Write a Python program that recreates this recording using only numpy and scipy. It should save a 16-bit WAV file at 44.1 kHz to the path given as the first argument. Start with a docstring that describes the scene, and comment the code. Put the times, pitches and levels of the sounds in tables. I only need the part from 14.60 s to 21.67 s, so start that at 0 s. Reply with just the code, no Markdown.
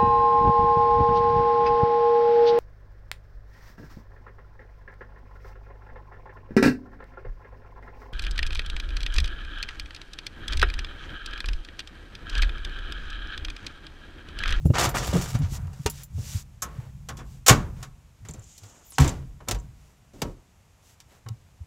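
"""Loading and closing a pickup

A canvas bag is shoved over the ribbed bed, thumping and scraping, its buckles tinkling. The steel
tailgate is lifted and slammed; the canopy hatch drops on hissing gas struts, bangs shut and is pressed
into its latches. Outdoors in still air: only the hollow truck rings on."""
import sys
import numpy as np
from scipy import signal
from scipy.fft import rfft, irfft, next_fast_len
from scipy.io import wavfile
from scipy.ndimage import uniform_filter1d

SR = 44100
rng = np.random.default_rng(int(sys.argv[2]) if len(sys.argv) > 2 else 0)


def unload_audio(sound):
    """Save the sound as a 16-bit wav file, at the path given as the first command line argument."""
    columns = np.transpose(np.atleast_2d(sound))
    # keep every value between -1 and 1, then stretch to whole-number steps
    steps = np.round(np.clip(columns, -1, 1) * 32767)
    wavfile.write(sys.argv[1], SR, steps.astype(np.int16))


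N = 311654
T = np.arange(N) / SR
BANDS_HZ = 25 * 2 ** np.arange(0, 9.5, 1 / 3)
LN_1000 = np.log(1000)  # 60 dB of decay

# anchors of a contact spectrum: (body [Hz], clang [Hz], click [Hz], air [Hz])
CONTACT_HZ = (450, 1500, 5500, 12000)
# rumble of the hollow truck body: (frequency [Hz], level [dB])
RUMBLE_SPECTRUM = [(25, -9), (45, 2.5), (75, 1), (100, -4.5), (135, 2.5), (175, -9), (260, -24),
                   (600, -52.5)]


def undb(db):
    """Decibels to gain."""
    return 10 ** (np.asarray(db) / 20)


def unit(x):
    """Scale to rms 1."""
    return x / np.sqrt(np.mean(x ** 2))


def add(track, start_s, sound):
    """Mix a sound into a track."""
    i = max(int(start_s * SR), 0)
    track[i:i + len(sound)] += sound[:N - i]


def noise(spectrum):
    """Noise of rms 1 shaped by (frequency [Hz], level [dB]) points."""
    hz, db = np.transpose(spectrum)
    size = next_fast_len(N, True)
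    bins_hz = np.fft.rfftfreq(size, 1 / SR) + 1
    gain = undb(np.interp(np.log(bins_hz), np.log(hz), db))
    return unit(irfft(rfft(rng.standard_normal(size)) * gain, size)[:N])


def waver(rate_hz):
    """Ramps between random levels, rms 1."""
    step = int(SR / rate_hz)
    held = np.repeat(rng.standard_normal(N // step + 1), step)
    return unit(uniform_filter1d(held, step)[:N])


def push(t, length_s, attack_s, release_s):
    """Envelope of an effort: attack, hold, release."""
    return (1 - np.exp(-np.maximum(t, 0) / attack_s)) * np.exp(-np.maximum(t - length_s, 0) / release_s)


def split(x):
    """Third-octave bands at equal rms."""
    size = next_fast_len(N)
    spectrum = rfft(x, size)
    octave = np.log2(np.fft.rfftfreq(size, 1 / SR) + 1)
    shares = (np.sqrt(np.maximum(1 - 3 * abs(octave - np.log2(hz)), 0)) for hz in BANDS_HZ)
    return np.array([unit(irfft(spectrum * share, size)[:N]) for share in shares]) / np.sqrt(5)


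def contact_gains(levels_db, bass_cut_db=7):
    """Band gains from levels at CONTACT_HZ, sloped below the lowest anchor."""
    octaves_below = np.maximum(np.log2(CONTACT_HZ[0] / BANDS_HZ), 0)
    band_db = np.interp(np.log(BANDS_HZ), np.log(CONTACT_HZ), levels_db)
    return undb(band_db - bass_cut_db * octaves_below ** 0.91)


def bandpass(x, hz, width_hz):
    """One resonance, unity gain at its peak."""
    return signal.lfilter(*signal.iirpeak(hz, hz / width_hz, fs=SR), x)


def resonate(x, peaks):
    """Add broad resonances."""
    return x + sum(undb(db) * bandpass(x, hz, width_hz) for hz, width_hz, db in peaks)


def ring(modes, scatter_db=2.0, detune=0.003):
    """Decaying modes; strike point and strain vary per blow."""
    t = T[:SR]
    hz, db, t60_s = np.transpose(modes)[:, :, None]
    side, size, strain = rng.standard_normal((len(modes), 3)).T[:, :, None]
    fade = undb(db + scatter_db * size) * np.exp(-LN_1000 * t / t60_s)
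    return np.sum(np.sign(side) * fade * np.sin(2 * np.pi * hz * (1 + detune * strain) * t), 0)


def knocks(bands, hits, modes, ring_db, air_db, tail_db, tail_t60_s, damping, build_cycles, bass_cut_db):
    """Each contact excites dense panel modes, a few clear ones and the hollow behind them."""
    out, t, hz = np.zeros(N), T[:SR // 2], BANDS_HZ[:, None]
    build = 1 - np.exp(-t * hz / build_cycles)  # low modes start slower
    loss = LN_1000 * t * (hz / 2000) ** damping  # high modes die sooner; t60 holds at 2 kHz
    tail_gains = undb(tail_db) * np.minimum(1000 / hz, 1) ** 0.57
    tail = tail_gains * np.exp(-loss / tail_t60_s) * (1 - np.exp(-t / 0.12))
    for start_s, body_db, clang_db, click_db, t60_s in hits:
        i = rng.integers(N - len(t))
        gains = contact_gains((body_db, clang_db, click_db, click_db + air_db), bass_cut_db)
        envelope = build * np.exp(-loss / t60_s) + tail
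        add(out, start_s, gains @ (bands[:, i:i + len(t)] * envelope))
        damped = np.exp(-LN_1000 * T[:SR] / (8 * t60_s))  # a hand deadens knock and ring alike
        add(out, start_s, undb(clang_db + ring_db) * ring(modes) * damped)
    return out


def tinkles(taps, modes, tick_db, tick_s):
    """Small metal parts tick and ring briefly."""
    out = np.zeros(N)
    highpass = signal.butter(2, 4000, "high", fs=SR, output="sos")
    for start_s, db in taps:
        tick = signal.sosfilt(highpass, rng.standard_normal(SR)) * np.exp(-T[:SR] / tick_s)
        add(out, start_s, undb(db) * (0.5 * ring(modes) + undb(tick_db) * tick))
    return out


def threads(grain_db=2.0, grain_samples=16):
    """Threads catch and release in dense tiny clicks; returned as bands."""
    sizes = np.minimum(rng.exponential(size=N // grain_samples + 1), 4)
    return split(rng.standard_normal(N) * undb(grain_db * np.repeat(sizes, grain_samples)[:N]))


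def rubs(grains, swells, body_db, air_db, lateness):
    """Swells of light friction; lateness over 1 builds slowly and stops fast."""
    out = np.zeros(N)
    for start_s, length_s, rasp_db, hiss_db in swells:
        i, size = int(start_s * SR), int(length_s * SR)
        swell = np.sin(np.pi * np.linspace(0, 1, size) ** lateness).clip(0)
        gains = contact_gains((rasp_db + body_db, rasp_db, hiss_db, hiss_db + air_db))
        add(out, start_s, gains @ grains[:, i:i + size] * swell)
    return out


def open_air(level_db=-58):
    """Quiet, steady outdoor noise."""
    # (frequency [Hz], level [dB])
    spectrum = [(15, -28), (25, -0.5), (86, 3.5), (123, -2.5), (165, -5.5), (350, -18), (830, -17),
                (1720, -23), (2570, -23), (3280, -26.5), (6970, -31), (14400, -35.5), (15600, -41)]
    return undb(level_db) * noise(spectrum)


def rocking(attack_s=0.0067, release_s=0.15):
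    """The body rumbles on its springs while someone leans on it."""
    # weight on the truck: (start [s], length [s], level [dB])
    leans = [(0, 1, -33), (1.494, 0.21, -40.5), (2.02, 0.72, -42.5), (3.596, 0.14, -47), (4.894, 0.14, -42)]
    load = sum(undb(db) * push(T - start_s, length_s, attack_s, release_s)
               for start_s, length_s, db in leans)
    return noise(RUMBLE_SPECTRUM) * load


def handling(grains):
    """Light rubbing as someone works at the truck."""
    # hands and arms over the canvas: (start [s], length [s], rasp [dB], hiss [dB])
    strokes = [(0.866, 0.12, -61.5, -47.5), (1.024, 0.38, -68, -60), (1.284, .17, -59, -55.5),
               (1.48, 0.36, -57, -47)]
    # hands, clothes and soles: (start [s], length [s], rasp [dB], hiss [dB])
    brushes = [(2.042, 0.29, -59.5, -70), (2.636, 0.18, -72.5, -66.5), (3.129, 0.17, -62.5, -67),
               (3.75, 0.096, -64.5, -73), (3.975, 0.34, -64, -88), (4.873, 0.04, -39.5, -59),
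               (5.13, 0.25, -75, -74), (5.53, 0.23, -68, -68), (6.21, .16, -72, -66),
               (6.469, 0.14, -66.5, -70)]
    return (rubs(grains, strokes, body_db=-7.5, air_db=-3.5, lateness=2.03)
            + rubs(grains, brushes, body_db=1.0, air_db=-2, lateness=0.96))


def struts(top_hz=15400, end_hz=3300, end_s=4.372, flutter_hz=600):
    """Gas hisses past the pistons; a scratchy whistle in each strut falls ever faster until the stop."""
    # hiss envelope: (time [s], level [dB])
    flow = [(3.82, -66), (3.93, -58), (4.0, -62), (4.05, -58), (4.23, -66.5), (4.3, -60), (4.384, -56.5)]
    # gas hiss: (frequency [Hz], level [dB])
    spectrum = [(1180, -27), (2000, -11), (3020, -2.5), (4230, -7.5), (5970, -3), (6970, 2), (9580, -11.5),
                (15600, -18.5)]
    # one whistle per strut: (start [s], level [dB])
    whistles = [(4.243, -54.5), (4.293, -56)]
    flow_db = np.interp(T, *np.transpose(flow), left=-120, right=-120)
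    out = noise(spectrum) * undb(flow_db + 1.85 * waver(rate_hz=54))
    lowpass = signal.butter(2, flutter_hz, fs=SR, output="sos")
    for start_s, db in whistles:
        stroke = np.linspace(0, 1, int((end_s - start_s) * SR))
        hz = top_hz + (end_hz - top_hz) * stroke ** 1.4
        flutter = unit(signal.sosfilt(lowpass, rng.standard_normal(N)))
        scratch = undb(3 * waver(rate_hz=120))
        envelope = (flutter * scratch)[:len(hz)] * signal.windows.tukey(len(hz), 0.15)
        add(out, start_s, undb(db) * envelope * np.sin(2 * np.pi * np.cumsum(hz) / SR))
    return out


def buckles():
    """The bag's buckles tap and ring."""
    # buckle contacts: (time [s], level [dB])
    taps = [(.054, -44), (.064, -42.5), (.291, -29), (.47, -34), (.788, -44.5), (1.299, -26.5),
            (1.434, -36)]
    # buckle modes: (frequency [Hz], level [dB], t60 [s])
    modes = [(7214, -8, .07), (9205, -11, .06), (10220, -3, .065), (11050, -11, .08), (13830, 0, .075),
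             (14990, -11, .08)]
    return tinkles(taps, modes, tick_db=-7, tick_s=0.0096)


def bag_scrape(grains, attack_s=0.012, release_s=0.041, sag_db_per_s=59.5, catch_db=1.6):
    """Canvas catches and slips over the ribbed bed; each shove loses speed to friction."""
    # slides of the bag: (start [s], length [s], rasp [dB], hiss [dB], air [dB])
    shoves = [(0.134, 0.038, -31.5, -38, -51), (0.179, 0.021, -28.5, -24, -29),
              (.222, 0.026, -30.5, -28, -33), (0.341, 0.02, -29.5, -34, -35),
              (0.368, 0.0083, -51, -27.5, -38), (0.421, 0.092, -43, -39, -43.5),
              (0.524, 0.13, -43.5, -39.5, -43.5), (0.607, 0.017, -55.5, -41, -39.5),
              (0.669, .08, -54.5, -46, -48), (0.737, 0.016, -43, -47.5, -58), (0.811, 0.037, -51, -48, -64),
              (0.93, 0.26, -55, -71, -86)]
    # broad bed resonances: (frequency [Hz], width [Hz], level [dB])
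    bed_peaks = [(753, 47, 1), (970, 53, -1), (1223, 90, 0), (1340, 140, -6.5), (1570, 65, -7),
                 (1920, 74, -16), (2480, 260, -33)]
    out, t = np.zeros(N), T[:SR // 2]
    steepness = (BANDS_HZ[:, None] / CONTACT_HZ[1]) ** 0.31  # treble depends most on speed
    for start_s, length_s, rasp_db, hiss_db, air_db in shoves:
        i = int(start_s * SR)
        speed = push(t, length_s, attack_s, release_s) * undb(-sag_db_per_s * t)
        gains = contact_gains((rasp_db - 4, rasp_db, hiss_db, air_db))
        add(out, start_s, gains @ (grains[:, i:i + len(t)] * speed ** steepness))
    return resonate(out * undb(catch_db * waver(rate_hz=170)), bed_peaks)


def bag_bumps(bands):
    """The bag bumps the bed and other luggage."""
    # bag contacts: (time [s], body [dB], clang [dB], click [dB], t60 [s])
    hits = [(0.055, -20, -55.5, -60, .04), (0.103, -18.5, -54, -66, 0.033), (0.529, -21.5, -45, -72, 0.043),
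            (.548, -22, -40.5, -66, 0.1), (1.015, -67, -74, -64, .06), (1.071, -68, -65, -60, 0.06),
            (1.131, -63, -65, -57.5, 0.18), (1.261, -39, -28.5, -26.5, 0.081), (1.579, -49, -65, -72, 0.18)]
    # bed floor modes: (frequency [Hz], level [dB], t60 [s])
    modes = [(421, 10, 0.066), (774, -5, 0.097), (941, 2, 0.1), (1278, 2, 0.076), (2803, 3.5, 0.086)]
    return knocks(bands, hits, modes, ring_db=-1, air_db=-6, tail_db=-54, tail_t60_s=0.4,
                  damping=0.29, build_cycles=0.71, bass_cut_db=1.0)


def thumps(body_db=-18, body_t60_s=1.15, overtone_db=-6, overtone_ratio=1.85):
    """Soft blows drive a panel for a few cycles and leave the hollow body rumbling."""
    # blows to bed and body: (time [s], level [dB], pitch [Hz], swell [s])
    blows = [(.043, -13, 76.7, 0.02), (.051, -13, 166, 0.0086), (.096, -9.5, 109.8, 0.0077),
             (.267, -18, 109, 0.0064), (.483, -19, 79, 0.0086), (0.529, -17, 178, 0.025),
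             (0.744, -13.5, 120, 0.0095), (.792, -18, 143.6, 0.02), (0.826, -17, 90, 0.015),
             (.921, -21.5, 126, 0.0037), (1.019, -25.5, 88.4, 0.032), (1.193, -26.5, 138, 0.011),
             (1.256, -16.5, 79.6, 0.0048), (1.534, -24.5, 86.4, 0.028), (1.577, -21, 114.6, 0.011),
             (1.746, -18, 96.7, 0.0094), (2.18, -26, 126, .011), (2.89, -18.5, 86, 0.013),
             (2.904, -7, 126.7, 0.0091), (3.62, -39, 106.4, 0.023), (3.685, -36.5, 150, 0.016),
             (3.777, -35.5, 107, .013), (4.016, -41.5, 101, 0.026), (4.388, -9, 141.5, 0.024),
             (4.397, -10.5, 73.7, 0.021), (4.398, -21, 34.2, 0.024), (4.89, -30, 106, 0.02),
             (4.925, -22, 48.3, 0.028), (5.615, -38, 100, 0.012), (6.655, -32, 112, 0.016),
             (6.699, -26.5, 110, 0.015), (7.003, -30, 80, 0.012)]
    out, t, rumble = np.zeros(N), T[:SR], noise(RUMBLE_SPECTRUM)
    for start_s, db, hz, swell_s in blows:
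        force = (t / swell_s * np.exp(1 - t / swell_s)) ** 1.8
        phase = 2 * np.pi * hz * t
        # overtone and rumble gain on the fundamental in hard blows
        overtone = undb(overtone_db + db / 2) * force ** 2 * np.sin(overtone_ratio * phase)
        i = rng.integers(N - len(t))
        envelope = np.exp(-LN_1000 * t / body_t60_s) * (1 - np.exp(-t / swell_s))
        hollow = undb(body_db + db / 4) * rumble[i:i + len(t)] * envelope
        add(out, start_s, undb(db) * (force * np.sin(phase) + overtone + hollow))
    return out


def hatch_catches():
    """The hatch's catches click and ring."""
    # catch contacts: (time [s], level [dB])
    taps = [(3.686, -40), (3.71, -39), (3.737, -40.5), (3.794, -48), (3.841, -47.5), (4.404, -30),
            (4.445, -32), (4.478, -30), (4.493, -31), (4.987, -53), (4.999, -50)]
    # catch modes: (frequency [Hz], level [dB], t60 [s])
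    modes = [(6250, -3, .05), (6780, -5, .028), (7300, 1, .038), (7700, -2, .02), (8150, -3, .02),
             (8800, -9, .018)]
    return tinkles(taps, modes, tick_db=-14, tick_s=0.0032)


def hatch(bands):
    """The canopy hatch is grabbed, banged shut and pressed home."""
    # hatch contacts: (time [s], body [dB], clang [dB], click [dB], t60 [s])
    hits = [(3.65, -56.5, -50.5, -56, 0.14), (3.686, -43.5, -54.5, -47.5, 0.12),
            (3.74, -47, -59, -56, 0.15), (3.979, -65.5, -71, -43, .07), (4.033, -58.5, -59.5, -53, 0.16),
            (4.321, -60, -51, -48, .03), (4.383, -28, -17, -22, 0.039), (4.398, -30.5, -31.5, -33, 0.38),
            (4.445, -28.5, -34.5, -44, 0.18), (4.477, -39, -39, -36.5, 0.12),
            (4.804, -48.5, -48.5, -71, 0.11), (4.885, -28, -36, -26.5, .071),
            (4.911, -32, -30.5, -25.5, 0.071), (4.946, -37.5, -42.5, -45, 0.089),
            (5.534, -49.5, -68, -64, 0.42), (5.618, -26, -32, -28.5, 0.066), (5.649, -33, -49.5, -64, 0.16),
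            (6.402, -87, -58, -49, 0.076), (6.663, -48, -44, -69, .05), (6.687, -46, -43.5, -38, 0.02)]
    # hatch modes: (frequency [Hz], level [dB], t60 [s])
    modes = [(287, -1, 0.37), (442, -4, 0.53), (773, -1.5, 0.33), (955, 2, 0.46), (1089, 4, 0.32),
             (1316, 1, 0.25), (1590, -12, 0.33), (1944, -9, 0.26), (2950, -10, 0.3), (3050, -7, 0.16),
             (3871, -17, 0.34)]
    return knocks(bands, hits, modes, ring_db=-11, air_db=-6.5, tail_db=-15, tail_t60_s=0.34,
                  damping=0.15, build_cycles=0.94, bass_cut_db=-0.8)


def tailgate_latch(scrape_at_s=2.02, scrape_db=-29):
    """The rods scrape once as they unload; the springs ring at each bite."""
    # rod scrape: (frequency [Hz], level [dB])
    spectrum = [(3000, -18), (6500, 1), (9000, -10), (12000, -2.5), (15500, -16)]
    # latch bites: (time [s], level [dB])
    taps = [(2.022, -32.5), (2.488, -41), (2.864, -26), (3.228, -47.5)]
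    # latch modes: (frequency [Hz], level [dB], t60 [s])
    modes = [(1085, 0, .3), (1290, 2, .2), (1430, -1, .14), (1660, -7, .1), (2380, -3, .07),
             (6300, -2, .04), (6800, -1, .04), (7400, 0, .04), (9400, -17, .2)]
    envelope = push(T - scrape_at_s, length_s=0.004, attack_s=0.00067, release_s=0.011)
    scrape = undb(scrape_db) * noise(spectrum) * envelope
    return scrape + tinkles(taps, modes, tick_db=-13, tick_s=0.003)


def tailgate(bands):
    """The hollow steel tailgate is gripped, lifted, slammed and leant on."""
    # tailgate contacts: (time [s], body [dB], clang [dB], click [dB], t60 [s])
    hits = [(2.021, -44.5, -38, -47, 0.2), (2.487, -37, -34.5, -39, 0.098), (2.569, -48.5, -54, -48, 0.13),
            (2.59, -48, -44.5, -56, 0.15), (2.863, -43.5, -28, -22, 0.29), (2.881, -23.5, -12, -9, 0.088),
            (2.892, -15.5, -12, -13.5, 0.13), (3.227, -55, -42.5, -42, 0.11)]
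    # tailgate modes: (frequency [Hz], level [dB], t60 [s])
    modes = [(371, -15, .35), (425, 2, .2), (522, 1, .2), (660, 0, .17), (760, 8, .19), (818, 2, .17),
             (990, -7, .16), (1088, -6, .42), (1190, -7, .17), (1480, -4, .2), (1722, -1, .17),
             (3040, -1, .1), (3405, 4, .12), (5149, 0, .1), (5741, 2, .1)]
    # broad shell resonances: (frequency [Hz], width [Hz], level [dB])
    shell_peaks = [(186, 150, -1), (1110, 170, 1), (1480, 396, -7), (6654, 590, -6)]
    steel = knocks(bands, hits, modes, ring_db=-13.5, air_db=-3.5, tail_db=-14.5, tail_t60_s=0.35,
                   damping=0.23, build_cycles=7.2, bass_cut_db=-1.0)
    return resonate(steel, shell_peaks)


def scene():
    """Bag, tailgate and hatch over the rocking body and open air; mono."""
    bands, grains = split(rng.standard_normal(N)), threads()
    panels = bag_bumps(bands) + undb(-1.5) * tailgate(bands) + undb(-1) * hatch(bands)
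    hardware = tailgate_latch() + buckles() + hatch_catches()
    friction = bag_scrape(grains) + handling(grains)
    return (panels + hardware + friction + thumps() + struts() + rocking() + open_air())[None]


def record(dry, low_cut_hz=24, top_hz=15750):
    """Microphone: low cut, presence peak between dips, clip at full scale, steep lowpass."""
    # microphone response: (frequency [Hz], width [Hz], gain [dB])
    bells = [(4300, 700, -1.5), (7000, 2500, 5.5), (9170, 1100, -3.5), (15525, 1500, -4)]
    x = signal.sosfilt(signal.butter(2, low_cut_hz, "high", fs=SR, output="sos"), dry)
    for hz, width_hz, db in bells:
        x = x + (undb(db) - 1) * bandpass(x, hz, width_hz)
    lowpass = signal.ellip(10, 0.2, 70, top_hz, fs=SR, output="sos")
    return signal.sosfilt(lowpass, np.clip(x, -1, 1))


dry = scene()
out = record(dry)
unload_audio(out)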